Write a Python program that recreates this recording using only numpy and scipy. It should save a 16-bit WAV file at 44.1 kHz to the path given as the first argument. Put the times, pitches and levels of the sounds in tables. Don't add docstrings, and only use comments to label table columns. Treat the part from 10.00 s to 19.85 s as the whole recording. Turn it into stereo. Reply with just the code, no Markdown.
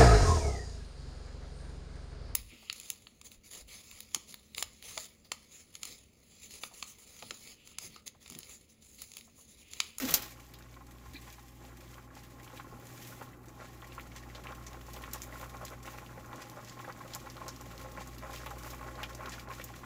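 import sys
import numpy as np
from scipy import signal
from scipy.fft import rfft, irfft
from scipy.io import wavfile
from scipy.ndimage import uniform_filter1d

SR = 44100
rng = np.random.default_rng(int(sys.argv[2]) if len(sys.argv) > 2 else 0)


def to_wav(sig):
    pcm = np.clip(np.atleast_2d(sig), -1, 1) * 32767
    pcm = np.round(pcm).astype(np.int16)
    wavfile.write(sys.argv[1], SR, pcm.T)


def gain_from_db(level_db):
    decades = np.asarray(level_db, float) / 20
    return 10 ** decades


N = 434385

# time in seconds, gain in dB, vigour in dB.
GAIN_AND_VIGOUR = [(0, -4.5, 6), (.4, -6, 5), (1.07, -5, -1.5), (1.23, -4, 1.5), (1.39, -7, 0),
                   (1.75, -4, 5), (2.33, -3.5, 1.5), (2.91, 0, 3), (3.45, -2, 2), (4.9, -0.5, 5),
                   (6.5, -0.5, 6), (7.96, 0, 7), (8.57, 0.5, 7.5), (9.55, 0, 5.5), (9.85, -0.5, 2.5)]

# frequency in Hz, level in dB per Hz.
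AIR_TONE = [(12, -15), (20, -9), (123, -1), (167, -0.5), (352, -3), (431, -13), (700, -17), (823, -6.5),
            (929, -22), (1070, -7), (1210, -16.5), (2500, -48), (3250, -81), (5500, -120)]
# frequency in Hz, likeness (clipped to 0 to 1 after
PORT_LIKENESS = [(60, 0.7), (150, 0.8), (380, 0.88), (950, 0.16), (2380, 0.5), (5980, -0.6), (15000, -12)]
# frequency in Hz, gain in dB.
RIGHT_SHADOW = [(60, -0.5), (200, -3), (380, 1), (700, -2), (1300, -4), (2400, -5.5), (4400, -7),
                (8100, -7.5), (15000, -4.5)]
# frequency in Hz, gain in dB.
MIC_RESPONSE = [(200, -0.5), (2000, 5), (5000, 0), (7300, 0.5), (8600, -8.5), (10500, -4), (13500, -0.5),
                (15500, 3.5)]
MOTOR_HZ, BEAT_S, BEAT_NULL_S = 59.2, 3.75, 3.0
MAINS_HZ, ROTOR_WOBBLE_HZ = 120.5, 5.9

# time in seconds, low shudder in dB, rasp in dB, shudder pitch in Hz.
NUDGE = [(0, -69, -26.5, 275), (.018, -44, -34, 268.5), (.04, -29.5, -35, 265.3), (.07, -38, -35.5, 253),
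         (.09, -46.5, -31, 176), (.115, -44, -31, 175), (.135, -45, -33.5, 165), (.15, -57, -27.5, 158),
         (.2, -85, -40.5, 159), (.3, -84, -47.5, 164), (.4, -78, -103, 166)]
# start in seconds, peak in dB, centre in Hz, spray in dB, snap strength.
CATCHES = [
    (0.0524, -27, 5130, -30, .6),
    (.0844, -35, 6780, -42, .6),
    (0.1068, -29, 3580, -23, .6),
    (0.1398, -12, 5400, -4, 0.95),
    (0.2213, -35, 4940, -35, .6),
]
# start in seconds, peak in dB, pitch in Hz, 60 dB decay in seconds, sharpness.
COUNTER_KNOCKS = [
    (1.139, -44.5, 284, 0.026, 5),
    (1.144, -40, 4100, 0.033, 6.0),
    (1.16, -38, 4050, 0.046, 6.5),
    (1.155, -43.5, 2450, .05, 8),
    (1.146, -47, 1950, 0.2, 3.5),
]
# start in seconds, peak in dB, pitch in Hz.
ROCKING_THUDS = [(1.075, -44.5, 76), (2.722, -51, 49.6), (4.42, -43, 185), (5.62, -46, 183),
                 (6.16, -46, 180), (7.68, -44, 177), (7.98, -42, 185), (9.28, -43, 188), (9.62, -45, 190)]

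# frequency in Hz, level in dB per Hz.
SIZZLE_TONE = [(900, -48), (1700, -2), (3000, -4), (7000, -3), (9000, -3.5), (12000, -3.5), (16000, -8)]
# crest in seconds, hiss in dB, length in seconds, treble against body in dB.
STEAM_JETS = [(0.28, -59.5, 0.56, -1.5), (1.274, -57.5, 0.48, 0), (1.66, -59, 0.095, 0),
              (1.92, -58.5, 0.12, 1), (2.168, -52.5, 0.065, -7), (2.572, -52, 0.063, -1),
              (3.077, -54, 0.47, 4), (3.637, -55, 0.1, -28), (3.898, -77, 0.32, -20),
              (4.173, -51.5, 0.042, -23), (4.363, -55, 0.053, -16), (4.506, -64, 0.1, -15),
              (4.954, -55.5, 0.14, 1), (5.151, -45, 0.041, -5), (5.23, -53.5, 0.055, 5),
              (5.385, -53, 0.1, 2), (5.67, -48.5, 0.035, -20), (5.9, -53.5, 0.21, -1),
              (6.41, -52, 0.095, -14), (6.693, -53.5, 0.087, -19), (6.812, -52, 0.032, 0),
              (7.14, -50, 0.061, -11), (7.506, -59, 0.77, -17), (7.767, -62, 0.3, -5),
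              (8.017, -48, 0.046, -12), (8.387, -51, 0.19, -5), (8.672, -50, 0.11, 2),
              (9.02, -56, 0.25, -21), (9.328, -52.5, 0.097, -29), (9.545, -52.5, 0.35, -5)]
# middle in seconds, depth in dB, length in seconds.
LULLS = [(1.478, 0.5, 0.08), (2.114, 8.5, 0.05), (2.706, 2, 0.15), (3.384, 10.5, 0.13), (4.267, 0.5, .05),
         (5.816, 6.5, .06), (6.3, 2, 0.087), (9.197, 2.5, .04), (9.471, 13, 0.029)]
STEAM_DB, STEAM_FOLLOWS = -61, 0.17
JET_EDGE_DB, JET_RISE = 17, 1
SEEP_TOP_DB, TOP_FLOOR_DB = -0.5, -70

# start in seconds, peak in dB, centre in Hz, spray in dB.
POPS = [(0.538, -42.5, 3600, -43), (2.599, -46, 2620, -65), (3.484, -41.5, 6820, -69),
        (3.95, -34.5, 7560, -50), (4.162, -36, 6030, -65), (4.349, -38.5, 3600, -59),
        (4.4702, -35, 2400, -51), (4.666, -32, 6400, -65), (4.934, -36, 5840, -38),
        (4.964, -38.5, 2770, -41), (5.1128, -39, 6800, -56), (5.1337, -24, 7560, -25.5),
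        (5.219, -25.5, 6650, -38), (5.6507, -33, 6140, -36), (5.831, -39, 7700, -46),
        (5.8773, -41, 2390, -54), (6.498, -40.5, 4080, -37.5), (6.696, -34.5, 5670, -62),
        (6.9244, -39, 4040, -50), (7.1356, -31, 4270, -46), (7.149, -24.5, 7000, -34),
        (7.3005, -34.5, 4900, -45), (7.4811, -27.5, 5570, -36), (8.182, -41.5, 4180, -43),
        (8.361, -36, 3060, -42), (8.461, -39, 2500, -38), (8.704, -38, 5200, -37),
        (9.0322, -26.5, 2800, -38), (9.2948, -28.5, 6800, -60), (9.6405, -30.5, 7090, -34)]
# start in seconds, peak in dB, centre in Hz.
SPITS = [(.624, -48, 3980), (2.477, -43, 2690), (3.648, -54, 6800), (3.8202, -44, 3040),
         (3.9205, -46, 2560), (3.9971, -37, 2450), (4.7317, -36.5, 4470), (4.813, -42, 3480),
         (5.039, -37.5, 2900), (5.464, -42, 9000), (5.7025, -34.5, 7900), (5.985, -35.5, 2130),
         (6.6478, -38.5, 5200), (6.9735, -43, 9000), (7.3677, -37.5, 3750), (7.5622, -39, 5310),
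         (7.6117, -33.5, 6600), (7.779, -35.5, 5050), (8.0737, -35, 8000), (9.1486, -34, 6940),
         (9.2588, -35.5, 3440), (9.34, -36, 3840), (9.397, -36.5, 3420), (9.4878, -44, 3800),
         (9.5146, -44, 2370)]
# start in seconds, peak in dB, centre in Hz.
FURTHER_SPITS = [(0.3724, -54, 2650), (0.4656, -41, 6840), (0.6875, -54, 2580), (0.711, -45, 5100),
                 (0.7415, -44, 2750), (0.868, -41, 6890), (0.92, -44, 7500), (0.9846, -45.5, 2730),
                 (1.3019, -41, 3840), (1.6511, -43, 3020), (1.9425, -39, 3370), (2.152, -39, 6610),
                 (2.5748, -38, 2750), (2.8689, -34.5, 7400), (4.4505, -54, 2610), (4.5206, -40.5, 3770),
                 (4.8668, -40, 5770), (5.5024, -41, 4260), (5.5695, -38.5, 4670), (6.0631, -41, 2780),
                 (6.2597, -40, 6200), (6.33, -44, 3020), (6.3589, -37, 6810), (6.4233, -35, 4660),
                 (6.6847, -39, 5110), (6.7925, -42, 2580), (6.992, -41, 5870), (7.0764, -49, 6020),
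                 (7.107, -45, 2530), (7.9194, -35, 6900), (8.008, -35, 6250), (8.1447, -44, 6850),
                 (8.5959, -45, 4650), (8.6348, -33, 5670), (9.1305, -44, 3800), (9.5357, -33, 3060),
                 (9.5512, -33, 7120), (9.615, -38, 2650), (9.74, -43, 2550)]
TICK_TRIM_DB = -2.5
STRAY_POPS, STRAY_POP_DB, SMALL_SPRAY_DB = 4, -72, -10.5
POP_SNAP, SPIT_SNAP = 1.74, 1.96
POP_T60_S, SPIT_T60_S = 0.067, 0.024
LEAD_DB, LEAD_SPREAD_DB, CATCH_LEAD_DB = 14, 3, 17

# frequency in Hz, width in Hz, gain in dB.
PAN_MODES = [(250, 15, 3.5), (528, 25, 8.5), (847.4, 44, 12), (1069, 83, 8), (1306, 220, 1), (1940, 40, -3)]
# frequency in Hz, level in dB per Hz.
GURGLE_TONE = [(150, -40), (300, 1.5), (520, -2.5), (640, 7.5), (740, -7.5), (1200, -5), (2500, -9.5),
               (5000, -52), (8000, -52)]
# start in seconds, peak in dB, pitch in Hz.
FREE_BUBBLES = [(.606, -45, 1280), (2.398, -40, 1920), (3.125, -38.5, 1420), (3.92, -37, 2240),
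                (4.235, -39, 1840), (4.3, -39, 2150), (4.501, -36, 1390), (4.667, -40, 1900),
                (5.008, -43, 640), (5.037, -33, 1890), (5.325, -34.5, 1940), (6.569, -39, 570),
                (8.733, -37, 1130), (8.975, -37, 634), (9.031, -27, 2420), (9.234, -37, 1480),
                (9.334, -36, 1700), (9.381, -37, 1380), (9.525, -39, 1010), (9.598, -29.5, 1920),
                (9.738, -38.5, 1370), (5.078, -38.5, 1070), (5.983, -40.5, 1070), (6.845, -38.5, 1600),
                (7.159, -40.5, 800), (7.486, -38, 1000), (8.999, -34.5, 1200), (9.101, -40, 1070),
                (9.258, -41, 1100), (3.216, -34.5, 556)]
# start in seconds, peak in dB.
WALL_POCKETS = [(.766, -42.5), (1.277, -43), (1.383, -41.5), (1.98, -40), (2.598, -35.5), (3.212, -38),
                (3.825, -38.5), (3.98, -31.5), (4.455, -37), (4.521, -37.5), (4.964, -40), (5.149, -33),
                (5.429, -36.5), (5.613, -39), (5.732, -37), (6.33, -34.5), (6.79, -35.5), (6.898, -32),
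                (7.008, -36.5), (7.269, -37), (7.464, -41), (7.98, -40), (8.236, -35), (8.336, -38.5),
                (8.462, -29.5), (8.811, -36), (9.206, -33), (9.28, -38), (9.499, -38.5), (9.834, -37)]
# start in seconds, peak in dB.
DEEP_POCKETS = [(.808, -45.5), (2.166, -40), (2.465, -45), (3.605, -47), (4.744, -38.5), (5.546, -38),
                (5.875, -34.5), (6.516, -46), (7.142, -41), (7.368, -43.5), (7.855, -44), (8.009, -39),
                (8.295, -39), (8.509, -33.5), (8.882, -38)]
# start in seconds, peak in dB, pitch in Hz.
SMALL_POCKETS = [(0.3945, -46, 1100), (0.6606, -50, 1080), (1.013, -48, 1070), (1.06, -42.5, 1040),
                 (2.104, -44, 1650), (2.5007, -42, 1080), (2.6443, -41, 1070), (3.3313, -42, 1870),
                 (3.5927, -52, 1040), (3.611, -39, 1360), (3.6503, -45, 1130), (3.8437, -37, 1940),
                 (4.117, -37, 2200), (4.157, -44, 1040), (4.4894, -36, 1080), (4.6074, -42, 1070),
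                 (4.811, -44, 1050), (5.2986, -48, 1040), (5.357, -42, 1050), (5.937, -45, 1100),
                 (6.3906, -43, 1050), (6.4667, -42.5, 1080), (6.5968, -44, 1070), (6.8743, -56, 1650),
                 (6.8868, -40, 1105), (7.0503, -45, 1070), (7.4236, -40.5, 1020), (7.612, -51, 1130),
                 (8.078, -42, 1060), (8.569, -41, 1060), (8.6475, -37, 1440), (8.671, -37, 1020),
                 (9.4745, -42, 1100), (9.6899, -41.5, 1070)]
# start in seconds, peak in dB, pitch in Hz.
PLOPS = [(1.277, -51, 528), (2.532, -41.5, 501), (2.664, -42.5, 353), (2.725, -40.5, 405),
         (2.822, -45, 370), (3.644, -46.5, 540), (3.699, -46, 530), (4.259, -49, 584), (4.351, -42, 533),
         (4.71, -59, 536), (4.883, -41, 533), (4.966, -40, 522), (5.154, -40, 515), (5.295, -55, 353),
         (5.436, -43, 520), (5.631, -36.5, 600), (5.732, -40, 530), (5.875, -55, 630), (6.175, -38, 528),
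         (6.898, -42, 528), (7.055, -49, 590), (7.156, -43, 584), (7.285, -50, 604), (7.433, -43, 584),
         (7.857, -43, 522), (7.978, -43, 619), (8.271, -52, 538), (8.409, -50, 390), (8.809, -45, 522),
         (8.86, -38, 345), (8.921, -55, 361), (9.119, -42, 517), (9.205, -50, 522), (9.274, -39, 363),
         (9.502, -46, 544), (9.699, -41, 630)]
WALL_HZ, DEEP_HZ, SIZE_SPREAD = 1070, 820, 0.011
SMALL_TRIM_DB, PLOP_TRIM_DB = -2, -2.5
AIR_DB, GURGLE_DB = -55.5, -56.5
CHURN_S, CHURN_SHARE = 0.033, 0.33


def rms_one(x):
    return x / np.sqrt(np.mean(x ** 2) + 1e-20)


def in_time(rows):
    s, *columns = np.transpose(rows)
    return [np.interp(np.arange(N) / SR, s, c) for c in columns]


def at_hz(points, hz):
    table_hz, values = np.transpose(points)
    return np.interp(np.log(hz + 1), np.log(table_hz), values)


def coloured(x, points):
    hz = np.fft.rfftfreq(N, 1 / SR)
    return irfft(rfft(x) * gain_from_db(at_hz(points, hz)), N)


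def drift(rate):
    r = np.exp(-80 * np.pi * rate / SR)
    slow = signal.lfilter([1], [1, -2 * r, r * r], rng.standard_normal(N // 40 + 2002))[2000:]
    return np.interp(np.arange(N) / 40, np.arange(len(slow)), rms_one(slow))


def resonance(x, hz, width_hz):
    r = np.exp(-np.pi * width_hz / SR)
    poles = [1, -2 * r * np.cos(2 * np.pi * hz / SR), r * r]
    return signal.lfilter([(1 - r * r) / 2, 0, (r * r - 1) / 2], poles, x)


def stereo_noise(points):
    hz = np.fft.rfftfreq(N, 1 / SR)
    alike = np.clip(at_hz(PORT_LIKENESS, hz), 0, 1)
    mid, side = rfft(rng.standard_normal((2, N))) * gain_from_db(at_hz(points, hz))
    return rms_one(irfft(np.sqrt(1 + alike) * mid + np.sqrt(1 - alike) * side * [[1], [-1]], N))


def grains(per_s, spread_db, low_hz, high_hz, cycles):
    sizes = gain_from_db(spread_db * np.minimum(rng.exponential(1, N), 4)) * rng.choice([-1, 1], N)
    clicks = sizes * (rng.random(N) < per_s / SR) + 1e-18
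    dealt = rng.integers(0, 16, N)
    pitches = np.geomspace(low_hz, high_hz, num=16)
    return rms_one(sum(resonance(clicks * (dealt == k), hz, 3.95 * hz / cycles)
                       for k, hz in enumerate(pitches)))


def add_burst(out, s, peak_db, hz, t60, sharpness, rise_s, spike):
    t = np.arange(4096) / SR
    splutter = rng.standard_normal((2, 4096)) * gain_from_db(4 * np.repeat(rng.standard_normal(64), 64))
    splutter[1] = 0.46 * splutter[0] + 1.03 * splutter[1]
    shape = gain_from_db(-60 * t / t60) * np.minimum(t / rise_s, 1) + spike * spike * np.exp(-t / 0.00026)
    burst = resonance(splutter * shape, hz, hz / sharpness)
    burst = resonance(burst, hz, 1.3 * hz / sharpness)
    burst *= gain_from_db(peak_db) / np.abs(burst).max(axis=1, keepdims=True)
    at = round(s * SR)
    out[:, at:at + 4096] += burst[:, :N - at]


def cracks(rows, trim_db, sharpness):
    out, t = np.zeros(N + 512), np.arange(512) / SR
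    for s, peak_db, hz, *_ in rows:
        at = round(s * SR)
        click = np.sin(2 * np.pi * hz * t) * np.exp(-np.pi * hz * t / sharpness)
        out[at:at + 512] += gain_from_db(peak_db + trim_db) * click
    return out[:N]


def kitchen(x, t60, wet_db, low_hz):
    t = np.arange(16384) / SR
    tail = rng.standard_normal((2, 16384)) * gain_from_db(-60 * t / t60) * (t > .002)
    tail *= gain_from_db(wet_db) / np.sqrt(np.sum(tail ** 2, axis=1, keepdims=True))
    tail = signal.sosfilt(signal.butter(2, low_hz, "high", fs=SR, output="sos"), tail)
    return x + signal.fftconvolve(x, tail, axes=1)[:, :N]


def hum():
    t = np.arange(N) / SR
    beat = np.sin(np.pi * (t - BEAT_NULL_S) / BEAT_S)
    motors = beat * np.sin(2 * np.pi * MOTOR_HZ * t) + 0.13 * np.cos(2 * np.pi * MOTOR_HZ * t)
    wobble = 1 + 0.19 * np.sin(2 * np.pi * ROTOR_WOBBLE_HZ * t)
    mains = wobble * np.sin(2 * np.pi * MAINS_HZ * t + 0.5 * drift(3.9))
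    fan = gain_from_db(1.6 * drift(4.1)) * np.sin(2 * np.pi * 253.5 * t + 0.29 * drift(1.1))
    return gain_from_db(8) * motors + gain_from_db(5.0) * mains + gain_from_db(-4.5) * fan


def pan_body(x):
    return 0.8 * x + sum(gain_from_db(db) * resonance(x, hz, width) for hz, width, db in PAN_MODES)


def nudge():
    low_db, rasp_db, hz = in_time(NUDGE)
    turn = 2 * np.pi * np.cumsum(hz * (1 + 0.055 * drift(80))) / SR
    shudder = np.sin(turn) + 0.21 * np.sin(2 * turn + 1)
    rasp = stereo_noise([(250, -3.5), (500, -4.5), (900, -12.0), (4000, -3.0), (16000, -5)])
    rasp = rasp * gain_from_db(2.5 * drift(70))
    moving = np.clip((.45 - np.arange(N) / SR) / 0.043, 0, 1)
    scrape = gain_from_db(rasp_db + 0.5) * (0.46 * rasp + 0.43 * pan_body(rasp))
    return moving * (gain_from_db(low_db + 1.5) * shudder + scrape)


def puffs(per_s, spread_db, length_s):
    opened = gain_from_db(spread_db * np.minimum(rng.exponential(1, N), 3)) * (rng.random(N) < per_s / SR)
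    closing, opening = np.exp(-1 / (length_s * SR)), np.exp(-1 / (0.00043 * SR))
    gain = signal.lfilter([1], [1, -closing], opened + 1e-18)
    return rms_one(signal.lfilter([1], [1, -opening], gain))


def jet_gains(seep_db):
    t = np.arange(0, N + 64, 64) / SR

    def total(rows):
        return np.interp(np.arange(N) / SR, t, rows.sum(axis=0))

    s, db, length, top_db = np.transpose(STEAM_JETS)[:, :, None]
    from_crest = np.maximum((s - t) / JET_RISE, t - s) / length
    swell = gain_from_db(2 * (db - JET_EDGE_DB * from_crest))
    s, depth_db, length = np.transpose(LULLS)[:, :, None]
    covered = gain_from_db(-total(depth_db * np.exp(-((t - s) / length) ** 2)))
    body = total(swell) + gain_from_db(2 * seep_db)
    top = total(swell * gain_from_db(2 * top_db)) + gain_from_db(2 * (seep_db + SEEP_TOP_DB))
    return covered * np.sqrt(body), np.sqrt(covered ** 2 * top + gain_from_db(2 * TOP_FLOOR_DB))


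def steam(gain_db, vigour_db):
    body_gain, top_gain = jet_gains(STEAM_DB + gain_db + STEAM_FOLLOWS * vigour_db)
    crackle = coloured(grains(300, 2.6, 2730, 15500, cycles=44.0), SIZZLE_TONE)
    hiss = stereo_noise(SIZZLE_TONE) + gain_from_db(-8.5) * rms_one(crackle)
    body = signal.sosfilt(signal.butter(4, 8400, fs=SR, output="sos"), hiss)
    top = signal.sosfilt(signal.butter(4, 8400, "high", fs=SR, output="sos"), hiss)
    vents = 0.44 * puffs(27, 6.8, 0.0074)
    out = body_gain * rms_one(body) * (1 + vents + 0.23 * puffs(40, 0.63, 0.0043))
    out += top_gain * rms_one(top) * (1 + vents + 0.27 * puffs(27, 3.0, 0.0012))
    return gain_from_db(-1.5) * out


def all_pops(vigour_db):
    small = SPITS + [(s, db + TICK_TRIM_DB, hz) for s, db, hz in FURTHER_SPITS]
    for when, size, pitch in rng.random((STRAY_POPS, 3)):
        at = int((.1 + .89 * when) * N)
        small.append((at / SR, STRAY_POP_DB + vigour_db[at] + 4 * size, 2400 * 3.0 ** pitch))
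    rows = [(*row, POP_SNAP) for row in POPS]
    rows += [(s, db, hz, db + SMALL_SPRAY_DB, SPIT_SNAP) for s, db, hz in small]
    leads = LEAD_DB + LEAD_SPREAD_DB * rng.standard_normal(len(rows))
    return [(*row, lead) for row, lead in zip(rows, leads)] + [(*row, CATCH_LEAD_DB) for row in CATCHES]


def popping(vigour_db):
    bursts = all_pops(vigour_db)
    out = cracks(bursts, trim_db=6.5, sharpness=.8) * gain_from_db([[0], [-4.5]])
    for s, peak_db, hz, spray_db, snap, lead_db in bursts:
        ports_db = np.array([[0], [11.5 - lead_db]])
        t60 = SPIT_T60_S if snap == SPIT_SNAP else POP_T60_S
        add_burst(out, s, peak_db + 3.0 + ports_db, hz, t60, sharpness=1.4, rise_s=0.00051, spike=snap)
        add_burst(out, s, spray_db + 8 + ports_db, 12300, .028, sharpness=1.0, rise_s=.0004, spike=snap)
    return out


def pockets():
    sung = [(s, db, WALL_HZ) for s, db in WALL_POCKETS] + [(s, db, DEEP_HZ) for s, db in DEEP_POCKETS]
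    sizes = 1 + SIZE_SPREAD * rng.standard_normal(len(sung))
    sung = [(s, db, hz * size) for (s, db, hz), size in zip(sung, sizes)]
    small = [(s, db + SMALL_TRIM_DB, hz) for s, db, hz in SMALL_POCKETS]
    plops = [(s, db + PLOP_TRIM_DB, hz) for s, db, hz in PLOPS]
    return sung + FREE_BUBBLES + small + plops


def blips(rows, cycles, glide, rise_s):
    out, t = np.zeros(N), np.arange(4096) / SR
    slides = glide * rng.uniform(-0.67, 0.95, len(rows))
    for (s, peak_db, hz), slide in zip(rows, slides):
        decay = gain_from_db(peak_db - 60 * t * hz / cycles)
        blip = np.sin(2 * np.pi * hz * (t + slide * t * t)) * decay * np.minimum(t / rise_s, 1)
        at = round(s * SR)
        out[at:at + 4096] += blip[:N - at]
    return out


def churn(big):
    marks = np.zeros(N)
    for s, peak_db, _ in big:
        marks[round(s * SR)] += gain_from_db(0.6 * peak_db)
    width = round(CHURN_S * SR)
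    crowd = uniform_filter1d(uniform_filter1d(marks, size=width), size=width)
    return rms_one(1 - CHURN_SHARE + CHURN_SHARE * rms_one(np.maximum(crowd, 0)))


def gurgling(gain_db, vigour_db):
    clumps = gain_from_db(1.5 * drift(15))
    bed = clumps * grains(600 * clumps, 2.64, 297, 3750, cycles=18.0)
    bed = rms_one(pan_body(coloured(bed, GURGLE_TONE)))
    bed *= gain_from_db(GURGLE_DB + gain_db + vigour_db - 5.5)
    splash, knocks = np.zeros((2, 2, N))
    big = pockets()
    for s, peak_db, hz in big:
        add_burst(splash, s, peak_db, hz, .035, sharpness=0.82, rise_s=0.0043, spike=1.34)
    for s, peak_db, hz, t60, sharpness in COUNTER_KNOCKS:
        add_burst(knocks, s, peak_db, hz, t60, sharpness, rise_s=0.0021, spike=0)
    tear = cracks(big, trim_db=-8.0, sharpness=0.66)
    ringing = gain_from_db(-6.5) * pan_body(splash + cracks(big, trim_db=0.0, sharpness=0.58))
    singing = gain_from_db(-7.0) * blips(big, cycles=32.8, glide=5.8, rise_s=0.0011)
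    rocking = blips(ROCKING_THUDS, cycles=24.0, glide=.3, rise_s=.012)
    return churn(big) * bed + tear + ringing + knocks + (singing + rocking)


def scene():
    gain_db, vigour_db = in_time(GAIN_AND_VIGOUR)
    pan = kitchen(gurgling(gain_db, vigour_db), t60=0.068, wet_db=-2.0, low_hz=760)
    rim = steam(gain_db, vigour_db) + popping(vigour_db) + nudge()
    rim = kitchen(rim, t60=0.093, wet_db=-8, low_hz=400)
    air = gain_from_db(AIR_DB + gain_db) * (hum() + gain_from_db(2.0) * stereo_noise(AIR_TONE))
    left, right = pan + rim + air
    return np.array([left, coloured(np.roll(right, 2), RIGHT_SHADOW)])


def top_cut(x):
    return signal.sosfilt(signal.butter(12, 16970, fs=SR, output="sos"), x)


def record(dry):
    rounded = 1.05 * np.tanh(coloured(dry, MIC_RESPONSE) / 1.05)
    limited = signal.sosfilt(signal.cheby2(12, 42, 16050, fs=SR, output="sos"), rounded)
    return top_cut(limited)


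dry = scene()
out = record(dry)
to_wav(out)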